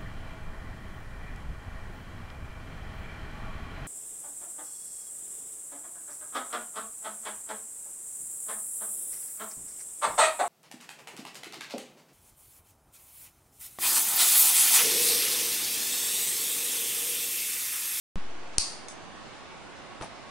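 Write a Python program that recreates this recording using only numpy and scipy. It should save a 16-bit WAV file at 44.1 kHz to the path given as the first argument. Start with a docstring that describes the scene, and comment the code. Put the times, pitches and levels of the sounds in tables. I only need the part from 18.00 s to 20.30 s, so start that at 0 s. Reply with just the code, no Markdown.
"""A small, hard-walled room, where a fan runs and a cat's claw is clipped.
The microphone switches on with a soft pop and a short buzz. Close by, the squeezed claw creaks,
then fractures as the steel jaws snap shut; the impulse sets the room ringing.
The lever ticks as it is let go, and fingers rustle on fur. Later the clipper is put down on a seat,
whose damped modes give a dull knock while the loose lever clinks faintly."""
import sys
import numpy as np
from scipy import signal
from scipy.fft import rfft, irfft
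from scipy.io import wavfile
from scipy.ndimage import uniform_filter1d

SR = 44100
rng = np.random.default_rng(int(sys.argv[2]) if len(sys.argv) > 2 else 0)


def bounce(signal):
    """Save signal as a 16-bit WAV file at the path given by the first command-line argument."""
    frames = np.transpose(np.atleast_2d(signal))
    limited = np.clip(frames, -1, 1)
    pcm = np.round(limited * 32767).astype(np.int16)
    wavfile.write(sys.argv[1], SR, pcm)


N = 101429
TIME = np.arange(N) / SR

# The fan's rush of air. Each row: frequency in Hz, relative spectral density in dB.
AIR_SPECTRUM = [(30, 4), (60, -7), (100, -4.5), (150, -4), (215, -5), (250, -4.5), (330, -4.5), (450, -7.5),
                (690, -4.5), (1330, -9), (2830, -13.5), (5500, -21.5), (9800, -28)]
# Its likeness at the two channels. Each row: frequency in Hz, correlation from -1 to 1.
AIR_CORRELATION = [(60, -0.82), (140, -0.35), (330, 0.063), (780, 0.63), (1850, 0.37), (4360, 0.19),
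                   (10300, -0.44)]
# The fan's motor. Each row: frequency in Hz, level in dB.
MOTOR_TONES = [(220.7, -68), (360.7, -66.5), (807.5, -70.5), (1104, -62.5), (2067, -72), (2250, -71)]
# The fan's stereo balance. Each row: frequency in Hz, left minus right in dB.
FAN_PAN = [(60, 2), (140, -3.5), (330, -5.0), (780, -4.5), (1850, -1.5), (4360, -0.5), (10300, 0.0)]
# The fan's slight swell. Each row: time in seconds, gain in dB.
FAN_GAIN = [(0.16, 0.5), (0.55, .6), (0.9, 0), (1.9, 0.5), (2.3, 0.36)]
# Faint scrapes: the claw creaks as the jaws squeeze it, then fingers rustle on fur.
# Each row: middle in seconds, half length in seconds, level in dB.
FAINT_SCRAPES = [(0.546, 0.02, -57.5), (1.367, .03, -60), (1.781, 0.027, -60.5), (2.29, 0.0092, -59)]
# The jaws cut through the claw. Each row: start in seconds, relative level in dB.
JAW_BLOWS = [(0.5828, 0), (0.5841, -14.5)]
# The shut clipper. 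Each row: frequency in Hz, relative level in dB, T60 in seconds,
# left minus right in dB.
SHUT_CLIPPER_MODES = [(3130, -23.5, 0.0051, 4), (4350, -17.5, 0.016, 5), (5100, -15.5, 0.02, 4),
                      (5770, -11.5, 0.004, 16.5), (7570, -5, 0.0015, -9), (8700, -12, 0.0068, -5),
                      (9580, -10.5, 0.0055, -6)]
# What the snap sends to the walls. Each row: frequency in Hz, relative level in dB.
SNAP_SPECTRUM = [(1180, -46), (2000, -21), (2380, -18), (2580, -13), (2950, -17), (3780, -13), (4590, -0.5),
                 (5280, -7.5), (6200, -8), (7230, -12.5), (8050, -13), (9140, -6.5), (9900, -12),
                 (12900, -43), (21800, -120)]
# The room's reverberation time. Each row: frequency in Hz, T60 in seconds.
ROOM_DECAY = [(150, 0.37), (1000, 0.89), (4700, 0.56), (9500, 0.46)]
# The colour of its reverberation. Each row: frequency in Hz, relative level in dB.
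ROOM_SPECTRUM = [(150, -3), (1000, -6), (4700, -1), (9500, 2)]
# The lever is let go. Each row: start in seconds, relative level in dB.
LEVER_TICKS = [(0.8842, -36.5), (0.8856, -41.5), (1.0235, -56)]
# The open clipper. Each row: frequency in Hz, relative level in dB.
OPEN_CLIPPER_MODES = [(2300, -13), (3590, -10.5), (5500, -12), (6400, -3.5), (6620, -5), (7650, -7),
                      (9400, -14), (9800, -12)]
# The clipper lands. Each row: start in seconds, relative level in dB.
SEAT_KNOCKS = [(2.012, -26), (2.0142, -32), (2.0237, -34), (2.032, -42), (2.044, -36)]
# The seat beneath it. Each row: frequency in Hz, relative level in dB, T60 in seconds.
SEAT_RESONANCES = [(180, -19, 0.056), (386, -2, 0.0059), (750, -5, 0.0076), (1390, -0.5, 0.0042),
                   (2770, -5, 0.0025)]
# The loose lever bounces. Each row: start in seconds, relative level in dB.
LEVER_CLINKS = [(2.012, -48), (2.0165, -56), (2.023, -39), (2.0285, -44), (2.0445, -48)]
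# The lever's own ring. Each row: frequency in Hz, relative level in dB.
LOOSE_LEVER_MODES = [(4600, -13), (5830, -7), (8580, -3.5), (9880, -5)]

MIC_ON_S, SNAP_S = 0.1578, JAW_BLOWS[0][0]
T60_PER_TAU = np.log(1000)   # time constants in a decay of 60 dB


def from_db(db):
    """Amplitude grows tenfold with every 20 dB."""
    return 10 ** (np.asarray(db) / 20)


def unit_rms(x):
    """Dividing by the rms gives unit mean power."""
    return x / np.sqrt(np.mean(x ** 2) + 1e-20)


def at_hz(points, hz):
    """Interpolation on a logarithmic frequency axis."""
    frequencies, values = np.transpose(points)
    return np.interp(np.log(hz), np.log(frequencies), values)


def pan(db):
    """A level difference between left and right places a source."""
    return from_db(np.array([[.5], [-.5]]) * db)


def decay(start, tau):
    """Exponential relaxation of a unit step, with time constant tau."""
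    return (TIME >= start) * np.exp(-np.maximum(TIME - start, 0) / tau)


def drift(corner_hz):
    """Low-passed noise gives a slow random fluctuation of unit rms."""
    hz = np.fft.rfftfreq(N, 1 / SR)
    return unit_rms(irfft(rfft(rng.standard_normal(N)) / (1 + (hz / corner_hz) ** 2), N))


def noise_bands(correlation, count):
    """Bands of stereo noise and their centres; the ratio of mid to side sets the correlation."""
    hz = np.fft.rfftfreq(N, 1 / SR)
    mid, side = rfft(rng.standard_normal((2, N)))
    edges = np.geomspace(25, 11000, count + 1)
    for low, high in zip(edges, edges[1:]):
        centre = np.sqrt(low * high)
        alike = np.clip(at_hz(correlation, centre), -1, 1)
        stereo = np.sqrt((1 + alike) / 2) * mid + np.sqrt((1 - alike) / 2) * side * [[1], [-1]]
        yield centre, irfft(stereo * (hz >= low) * (hz < high), N)


def impulses(contacts, spread_db=0):
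    """A brief contact acts as an impulse."""
    force = np.zeros(N)
    for start, db in contacts:
        force[int(start * SR)] += from_db(db + spread_db * rng.standard_normal())
    return force


def ring(force, hz, t60):
    """A damped oscillator answers each impulse with a decaying sine."""
    radius, angle = from_db(-60 / (t60 * SR)), 2 * np.pi * hz / SR
    return signal.lfilter([0, np.sin(angle)], [1, -2 * radius * np.cos(angle), radius ** 2], force + 1e-18)


def switch_on(buzz_hz=184, buzz_s=0.026):
    """A switching transient: the microphone buzzes briefly and its offset drains away."""
    buzz = np.sin(2 * np.pi * buzz_hz * (TIME - MIC_ON_S)) * (TIME < MIC_ON_S + buzz_s)
    pop = decay(MIC_ON_S, tau=0.22)
    return from_db(-36) * buzz - from_db(-24.5) * pop


def fan(flicker_db=1.12, waver_hz=6.6):
    """Moving air gives broadband noise; the motor adds tones modulated in phase and amplitude."""
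    air = hum = 0
    for hz, band in noise_bands(AIR_CORRELATION, count=52):
        level = from_db(at_hz(AIR_SPECTRUM, hz) + flicker_db * drift(corner_hz=2.7))
        air += band * pan(at_hz(FAN_PAN, hz)) * level
    for hz, db in MOTOR_TONES:
        tone = np.sin(2 * np.pi * hz * TIME + drift(waver_hz)) * (1 + 0.9 * drift(waver_hz))
        hum += from_db(db) * pan(at_hz(FAN_PAN, hz)) * unit_rms(tone)
    swell = from_db(np.interp(TIME, *np.transpose(FAN_GAIN)))
    return (from_db(-45.5) * unit_rms(air) + hum) * swell


def swish(middle_s, half_s, band_hz):
    """Sliding friction gives a band of noise that swells and fades."""
    band = signal.butter(2, band_hz, "band", fs=SR, output="sos")
    envelope = np.exp(-((TIME - middle_s) / half_s) ** 2)
    return envelope * unit_rms(signal.sosfilt(band, rng.standard_normal(N)))


def scrapes():
    """Friction noise: the claw creaks as the jaws squeeze it, then fingers rustle on fur."""
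    return sum(from_db(db) * swish(middle, half, band_hz=(2210, 6640))
               for middle, half, db in FAINT_SCRAPES)


def grit(contacts, t60, low_hz):
    """Fracture or grazing contact gives a brief burst of bright noise."""
    envelope = sum(from_db(db) * decay(start, t60 / T60_PER_TAU) for start, db in contacts)
    highpass = signal.butter(2, low_hz, "high", fs=SR, output="sos")
    return signal.sosfilt(highpass, rng.standard_normal((2, N)) * envelope + 1e-18)


def snip(radiation_hz=2500):
    """The claw fractures and impact excites the jaws' modes; so small a body radiates little bass."""
    blows = impulses(JAW_BLOWS)
    steel = sum((-1) ** k * from_db(db) * pan(side_db) * ring(blows, hz, t60)
                for k, (hz, db, t60, side_db) in enumerate(SHUT_CLIPPER_MODES))
    radiation = signal.butter(1, radiation_hz, "high", fs=SR, output="sos")
    crack = from_db(-12) * grit(JAW_BLOWS, t60=0.006, low_hz=3800)
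    return signal.sosfilt(radiation, steel) + crack


def radiated_snap():
    """The walls receive one pulse, filtered by the clipper's resonances."""
    hz = np.maximum(np.fft.rfftfreq(N, 1 / SR), 1)
    return irfft(rfft(impulses(JAW_BLOWS[:1])) * from_db(at_hz(SNAP_SPECTRUM, hz)), N)


def room_response(wall_delay_s=0.0094, near_share=0.37, early_gain=0.94):
    """Weak nearby scatter, strong first reflections, then a tail that is absorbed band by band."""
    tail = sum(band * from_db(at_hz(ROOM_SPECTRUM, hz)) * decay(0, at_hz(ROOM_DECAY, hz) / T60_PER_TAU)
               for hz, band in noise_bands(correlation=[(1000, 0.23)], count=16))
    build_up = (TIME >= wall_delay_s) - decay(wall_delay_s, tau=0.0069)
    early = early_gain * decay(wall_delay_s, tau=0.017)
    envelope = near_share + build_up * (1 - near_share + early)
    return unit_rms(tail * envelope) / np.sqrt(2 * N)


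def reverb(x, room, wet_db):
    """Reverberation is the convolution of a sound with the room's impulse response."""
    mono = np.atleast_2d(x).mean(axis=0)
    return from_db(wet_db) * signal.fftconvolve(mono[None], room, axes=1)[:, :N]


def limiter(x, threshold_db=-9, window_s=0.0011, release_db_per_s=67):
    """Peak limiting: the gain drops at once under a loud peak and creeps back."""
    power = uniform_filter1d(np.mean(x ** 2, axis=0), int(window_s * SR))
    over_db = np.maximum(10 * np.log10(np.abs(power) + 1e-12) - threshold_db, 0)
    recovery_db = release_db_per_s * TIME
    return x * from_db(recovery_db - np.maximum.accumulate(over_db + recovery_db))


def struck(contacts, modes):
    """Modal superposition: each contact excites every mode with a random strength of its own."""
    return sum(from_db(db) * ring(impulses(contacts, spread_db=5), hz, t60) for hz, db, t60 in modes)


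def lever_release(t60=0.013):
    """The lever springs back, steel grazing steel, and the open clipper vibrates freely."""
    steel = struck(LEVER_TICKS, [(hz, db, t60) for hz, db in OPEN_CLIPPER_MODES])
    return steel + from_db(1) * grit(LEVER_TICKS, t60=0.034, low_hz=4500)


def landing():
    """Impact excites the seat's damped modes, and the hand scuffs the cloth."""
    knock = struck(SEAT_KNOCKS, SEAT_RESONANCES)
    scuff = swish(middle_s=2.033, half_s=0.019, band_hz=(130, 1120))
    return knock + from_db(-38.5) * scuff


def lever_rattle(t60=0.013):
    """Repeated impacts excite the loose lever's modes as the clipper lands."""
    steel = struck(LEVER_CLINKS, [(hz, db, t60) for hz, db in LOOSE_LEVER_MODES])
    grazing = from_db(-2) * grit(LEVER_CLINKS, t60=0.053, low_hz=3020)
    return (steel + grazing) * pan(db=6)


def scene():
    """Direct sounds and their reverberation add by superposition, over the fan."""
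    room = room_response()
    screened = room * decay(0, tau=0.07)   # low by the lap, the body screens the late reflections
    mix = snip() + reverb(radiated_snap(), room, wet_db=18)
    for sound, wet_db in [(lever_release(), 6), (landing(), 0.5), (lever_rattle(), 1)]:
        mix += sound + reverb(sound, screened, wet_db)
    return mix + scrapes() + fan()


def record(dry, cutoff_hz=10050):
    """The band-limited microphone comes on; the snap jolts it off centre and drives the limiter."""
    jolt = from_db(-24) * decay(SNAP_S, tau=0.01) * pan(db=7)
    live = (limiter(dry) + switch_on() - jolt) * (TIME >= MIC_ON_S)
    lowpass = signal.firwin(401, cutoff_hz, fs=SR)
    return signal.fftconvolve(live, lowpass[None], "same", axes=1)


dry = scene()
out = record(dry)
bounce(out)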